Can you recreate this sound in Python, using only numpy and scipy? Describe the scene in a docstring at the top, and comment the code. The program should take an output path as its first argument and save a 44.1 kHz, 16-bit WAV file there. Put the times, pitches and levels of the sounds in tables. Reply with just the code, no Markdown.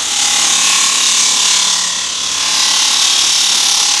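"""A harsh, pulsing grind: a stone lathe's water-cooled diamond blade cuts a turning column.
The same rim grit scrapes the stone on every turn, and the high side of the rim bites and rings the
blade once a turn. Chips and spray hiss over the hum of the drive and faint bass noise.
The microphone is carried past, so the reflections and the colour shift."""
import sys
import numpy as np
from scipy import signal
from scipy.fft import rfft, irfft
from scipy.io import wavfile
from scipy.ndimage import uniform_filter1d, minimum_filter1d

SR = 44100
rng = np.random.default_rng(int(sys.argv[2]) if len(sys.argv) > 2 else 0)


def generate_wav(signal):
    """Clip the signal to [-1, 1] and save it as 16-bit WAV at the path in sys.argv[1]."""
    frames = np.transpose(np.atleast_2d(signal))
    scaled = np.clip(frames, -1, 1) * 32767
    pcm = np.round(scaled).astype(np.int16)
    wavfile.write(sys.argv[1], SR, pcm)


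N = 176400
SPIN_HZ = 35.765
FLICKER_HZ = 36
SCRAPE_BITE_DB = 1  # per unit of bite pressure


def undb(db):
    return 10 ** (np.asarray(db) / 20)


def unit_rms(x):
    return x / np.sqrt(np.mean(x ** 2))


def times():
    return np.arange(N) / SR


def curves(table):
    """Each column after the first as a curve in time."""
    rows = np.array(table, float)
    return [np.interp(times(), rows[:, 0], column) for column in rows.T[1:]]


def wander(rate_hz):
    """Smooth random motion, rms 1."""
    hold = int(SR / rate_hz)
    steps = np.repeat(rng.standard_normal(N // hold + 1), hold)
    return unit_rms(uniform_filter1d(uniform_filter1d(steps, hold), hold)[:N])


def swell(middle_s, half_length_s):
    """Raised-cosine rise and fall."""
    return np.cos(np.pi / 2 * np.clip((times() - middle_s) / half_length_s, -1, 1)) ** 2


def colour(x, points):
    """Filter by (Hz, dB) points."""
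    hz, db = np.array(points, float).T
    f = np.maximum(np.arange(N // 2 + 1) * SR / N, 1)
    return irfft(rfft(x) * undb(np.interp(np.log(f), np.log(hz), db)), N)


def band(x, low_hz, high_hz):
    """Steep band-pass."""
    f = np.maximum(np.arange(N // 2 + 1) * SR / N, 1)
    return irfft(rfft(x) / np.sqrt((1 + (low_hz / f) ** 32) * (1 + (f / high_hz) ** 32)), N)


def resonate(x, hz, width_hz):
    """Two identical resonators in series, each width_hz wide."""
    f = np.arange(N // 2 + 1) * SR / N
    return irfft(rfft(x) / (1 + 2j * (f - hz) / width_hz) ** 2, N)


def blend(main, other, share):
    """Mix in which `other` has the given share of the power."""
    return np.sqrt(1 - share) * unit_rms(main) + np.sqrt(share) * unit_rms(other)


# Each row: time in seconds, level in dB.
BASS_LEVEL = [(0, -49), (.5, -50), (.75, -61), (1.0, -84), (1.6, -73), (1.8, -52), (2.45, -47), (2.7, -56),
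              (3.3, -51), (3.7, -63), (4, -59)]


def bass_noise():
    """Faint bass noise, strongest a little after two seconds."""
    noise = band(rng.standard_normal(N), low_hz=47, high_hz=134)
    return unit_rms(noise) * undb(curves(BASS_LEVEL)[0])


# Each row: frequency in Hz, base rms level in dB.
HUM_PARTIALS = [(177.8, -47.5), (250.4, -60), (286.1, -49), (429.2, -51.5), (464.9, -53.5), (572.2, -51.5),
                (679.5, -50.5)]
# Each row: time in seconds, gain on all partials in dB.
HUM_GAIN = [(0, -7), (.3, 2.5), (1.7, 2), (2.1, -1.5), (2.4, 1), (3.0, -1), (3.45, -8), (3.75, 1.5),
            (4, -1.5)]


def drive_hum(waver_db=2.1, drift_rad=0.73):
    """Motor and spindle hum; each partial wavers in level and phase."""
    t, gain_db, out = times(), curves(HUM_GAIN)[0], 0
    for hz, db in HUM_PARTIALS:
        amplitude = np.sqrt(2) * undb(db + gain_db + waver_db * wander(3.4))
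        phase = 2 * np.pi * (hz * t + rng.random()) + drift_rad * wander(2.82)
        out += amplitude * np.sin(phase)
    return out


# Each row: frequency in Hz, relative gain in dB.
FRAME_COLOUR = [(25, -43), (90, -33), (120, -13), (160, -5.5), (260, 1.5), (360, -3), (600, -3.5),
                (750, -0.5), (1200, 3), (1400, -7), (2500, -43)]
# Each row: time in seconds, level in dB.
FRAME_LEVEL = [(0, -31.5), (.3, -30), (1.1, -32.5), (2.1, -36), (2.7, -31.5), (3.3, -32), (4, -33)]


def machine_frame(grit, waver_db=1.42):
    """The frame rumbles, shaken by the scrape and by noise."""
    shaking = blend(grit, rng.standard_normal(N), share=0.58)
    level_db = curves(FRAME_LEVEL)[0] + waver_db * wander(FLICKER_HZ)
    return unit_rms(colour(shaking, FRAME_COLOUR)) * undb(level_db)


# Each row: frequency in Hz, relative gain in dB.
SPRAY_COLOUR = [(1500, -33), (4000, 11.5), (8000, -19), (10500, 3), (12000, -14), (13000, -26),
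                (15000, -32)]


def spray(drops_per_s=3400, spread_db=2, level_db=-32.5):
    """Dense droplets of cooling water flung from the blade."""
    drops = (rng.random(N) < drops_per_s / SR) * rng.standard_normal(N)
    sizes = undb(spread_db * np.minimum(rng.exponential(size=N), 4))
    return unit_rms(colour(drops * sizes, SPRAY_COLOUR)) * undb(level_db)


def rim_grit(paths=12, points=16384, speed_spread_m_s=0.18, hand_sway_m=0.012):
    """A grit pattern repeats every turn, heard along echo paths that change as the microphone moves."""
    noise = rng.standard_normal(int(SR / SPIN_HZ))
    flat_noise = irfft(np.exp(1j * np.angle(rfft(noise))))
    pattern = signal.resample(flat_noise, points)
    t, out = times(), 0
    for speed_m_s in np.linspace(-1, 1, paths) * np.sqrt(3) * speed_spread_m_s:
        delay_s = (speed_m_s * t + hand_sway_m * wander(2.065)) / 343
        turns = SPIN_HZ * (t - delay_s) + rng.random()
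        out += np.interp(turns % 1, np.arange(points) / points, pattern)
    return unit_rms(out)


# Each row: time in seconds, depth of the pressure swing as a factor.
BITE_DEPTH = [(0, 1), (.9, 0.72), (1.3, 1.1), (1.6, 1.17), (2.4, 1.04), (3, 1.06), (4, 1.34)]


def bite_pressure(centre_turns=0.074, notch=0.44):
    """Pressure of the rim on the stone: a broad swell and a short slack once a turn."""
    angle = 2 * np.pi * (SPIN_HZ * times() - centre_turns)
    return (np.cos(angle) - notch * np.cos(2 * angle)) * curves(BITE_DEPTH)[0]


def knocks(hz, width_hz, strike_turns, scatter_db=0.5):
    """One knock a turn swells and dies in a damped resonance; returns ring and envelope."""
    turns = SPIN_HZ * times() + 2  # offset keeps the index positive
    index = np.floor(turns - strike_turns).astype(int)
    strengths = undb(-scatter_db * rng.standard_normal(N // 100))
    age_s = (turns - strike_turns - index) / SPIN_HZ
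    envelope = age_s ** 3 * np.exp(-np.pi * width_hz * age_s)
    tone = np.sin(2 * np.pi * hz * (turns - index) / SPIN_HZ)
    return unit_rms(strengths[index] * envelope * tone), envelope / envelope.max()


# Two blade modes. Each row: time in seconds, frequency in Hz, strike point in turns, level in dB.
LOWER_RING = [(0, 825, -0.26, -51), (.28, 825, -0.44, -38.5), (.7, 830, -0.2, -30), (1.0, 850, -0.038, -42),
              (1.35, 880, -0.24, -36.5), (1.8, 895, -0.25, -34), (2.1, 895, -0.17, -53),
              (2.5, 848, -0.19, -33), (2.9, 857, -0.25, -31.5), (3.3, 845, -0.25, -37),
              (3.7, 837, -0.25, -32), (4, 840, -0.12, -31.5)]
UPPER_RING = [(0, 1090, 0.0052, -47), (.35, 1094, 0.0029, -33.5), (.78, 1068, -0.054, -24.5),
              (1.15, 1065, -0.069, -28), (1.7, 1046, -0.0092, -29), (2.15, 1035, -0.091, -35.5),
              (2.5, 1067, -0.18, -31.5), (3.05, 1095, -0.1, -29.5), (3.45, 1060, -0.14, -34.5),
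              (3.75, 1064, -0.13, -33), (4, 1070, -.08, -34)]


def blade_rings(grit):
    """The knock rings two low resonances of the blade; the scrape keeps them alive in between."""
    pulse, out = undb(SCRAPE_BITE_DB * bite_pressure()), 0
    for table, width_hz in (LOWER_RING, 175), (UPPER_RING, 202):
        hz, strike_turns, db = curves(table)
        struck, envelope = knocks(hz, width_hz, strike_turns)
        scrape = blend(grit, rng.standard_normal(N), share=0.25)
        scraped = resonate(scrape, hz.mean(), width_hz) * (1 - envelope) * pulse
        out += blend(struck, scraped, share=0.22) * undb(db)
    return out


# Each row: middle and half-length in seconds, frequency in Hz, strike point in turns, level in dB.
CHATTER_SPELLS = [(1.074, 0.25, 3770, .10, -23), (1.65, .24, 3330, -0.055, -25),
                  (3.002, 0.28, 3746, 0.0076, -21), (3.146, 0.18, 3290, 0.51, -23),
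                  (3.166, 0.28, 3300, -0.068, -23.5), (3.358, 0.39, 3760, 0.048, -23.5),
                  (3.583, 0.25, 3660, 0.76, -23), (3.722, 0.19, 3540, -0.14, -22)]


def chatter(width_hz=205, creep_turns_per_s=0.19):
    """In spells the rim catches on the stone and raps a high blade resonance on every turn."""
    out = 0
    for middle_s, half_length_s, hz, strike_turns, db in CHATTER_SPELLS:
        creep_turns = creep_turns_per_s * (times() - middle_s)
        ring, _ = knocks(hz, width_hz, strike_turns + creep_turns)
        out += ring * swell(middle_s, half_length_s) * undb(db)
    return out


# Each row: middle and half-length in seconds, frequency and width in Hz, level in dB.
SINGING_SPELLS = [(0.324, .36, 825, 40, -30), (0.34, 0.3, 2070, 130, -26.5), (.5, 0.15, 6470, 250, -23),
                  (.6, 0.45, 3580, 300, -22.5), (0.72, 0.4, 2575, 200, -25), (0.85, 0.38, 4050, 200, -23.5),
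                  (.95, 0.99, 2310, 105, -30.5), (0.995, 0.42, 2800, 130, -30),
                  (1.507, 0.23, 2746, 130, -28), (1.61, 0.21, 4200, 160, -21.5),
                  (1.58, 0.38, 3550, 250, -22), (1.86, 0.36, 1897, 105, -30.5), (2.1, 0.54, 3390, 330, -27),
                  (2.47, 0.17, 3430, 129, -24), (2.554, 0.17, 4960, 160, -22),
                  (2.613, .2, 3996, 130, -22.5), (2.71, 0.34, 1955, 105, -31), (3.3, 0.93, 5410, 240, -22),
                  (3.7, 0.3, 5820, 220, -22.5), (3.925, 0.21, 2680, 130, -29)]


def singing(bite_db=3):
    """As the contact shifts, the scrape catches one blade resonance after another."""
    pulse, out = undb(bite_db * bite_pressure()), 0
    scrape = blend(rim_grit(), rng.standard_normal(N), share=0.1)
    for middle_s, half_length_s, hz, width_hz, db in SINGING_SPELLS:
        envelope = swell(middle_s, half_length_s)
        tone = resonate(scrape, hz, width_hz) * pulse * envelope
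        normalise = np.sqrt(np.sum(envelope ** 2) / np.sum(tone ** 2))
        out += tone * normalise * undb(db)
    return out


# Each row: low and high edge in Hz, chip noise as a share of the power, trim in dB.
GRIND_BANDS = [(2743, 4520, 0.3, -1), (1216, 2592, 0.24, -1.07), (4580, 6060, 0.5, 0.22),
               (6170, 8820, 0.6, -0.63), (9200, 15600, 0.99, 0.5)]
# Each row: time in seconds, then the level before trim in dB for each of the five bands in order.
GRIND_LEVELS = [(0.0, -23.5, -30, -24, -24, -36), (0.03, -22.5, -29, -27.5, -21, -35),
                (0.26, -18, -26, -19, -17.5, -29.5), (0.61, -19, -23, -21, -16, -30),
                (0.65, -16, -21.5, -18.5, -15, -26), (0.87, -18, -24.5, -21, -16.5, -29.5),
                (1.3, -17.5, -25.5, -17.5, -16, -31), (1.4, -17.5, -28.5, -18, -18, -31),
                (1.54, -17.5, -23.5, -18, -16, -31), (1.78, -22, -28.5, -18.5, -19.5, -34),
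                (1.93, -24, -31.5, -24, -23, -41), (2.15, -23.5, -31.5, -25, -25, -47),
                (2.23, -25.5, -31, -23.5, -26, -40), (2.49, -21, -23.5, -19, -21.5, -32.5),
                (2.66, -16, -24.5, -17, -20.5, -29.5), (3.3, -16.5, -25.5, -18, -19.5, -29),
                (3.71, -17.5, -25, -17.5, -22, -26), (3.89, -18.5, -27.5, -16, -19.5, -31.5),
                (4.0, -19.5, -22.5, -18.5, -21.5, -31)]
# Shape within the bands. Each row: frequency in Hz, relative gain in dB.
GRIND_COLOUR = [(1200, -32), (1330, -11), (1550, -11.5), (2000, -9), (2450, -8), (2850, 0), (3650, 4),
                (4050, 1), (4400, -3.5), (5100, -4.5), (5800, -1.5), (6600, 1), (7800, -3.5), (9000, -7.5),
                (10700, -12.5), (12000, -20.5), (13500, -43), (15500, -45)]


def grinding(grit, chip_bite_db=1.67, stone_db=0.4, flicker_db=0.35):
    """Repeating scrape plus fresh chip noise, swelling once a turn and with the uneven stone."""
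    pressure, out = bite_pressure(), 0
    uneven_db = stone_db * wander(FLICKER_HZ)
    scrape = grit * undb(SCRAPE_BITE_DB * pressure)
    for (low_hz, high_hz, chip_share, trim_db), db in zip(GRIND_BANDS, curves(GRIND_LEVELS)):
        chips = rng.standard_normal(N) * undb(chip_bite_db * pressure)
        cut = colour(blend(scrape, chips, chip_share), GRIND_COLOUR)
        gain = undb(db + trim_db + uneven_db + flicker_db * wander(FLICKER_HZ))
        out += unit_rms(band(cut, low_hz, high_hz)) * gain
    return out


def scene():
    """The blade over the machine and the water, in mono."""
    grit = rim_grit()
    blade = grinding(grit) + singing() + chatter() + blade_rings(grit)
    background = drive_hum() + machine_frame(grit) + bass_noise() + spray()
    return (blade + background)[None]


def record(dry, ceiling=0.96, top_hz=15655):
    """A fast limiter holds the highest peaks; a steep low-pass cuts the top."""
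    needed_gain = ceiling / np.maximum(np.abs(dry), ceiling)
    gain = uniform_filter1d(minimum_filter1d(needed_gain, size=129), size=129)
    low_pass = signal.ellip(10, .02, 70, top_hz, fs=SR, output="sos")
    return signal.sosfiltfilt(low_pass, dry * gain)


dry = scene()
out = record(dry)
generate_wav(out)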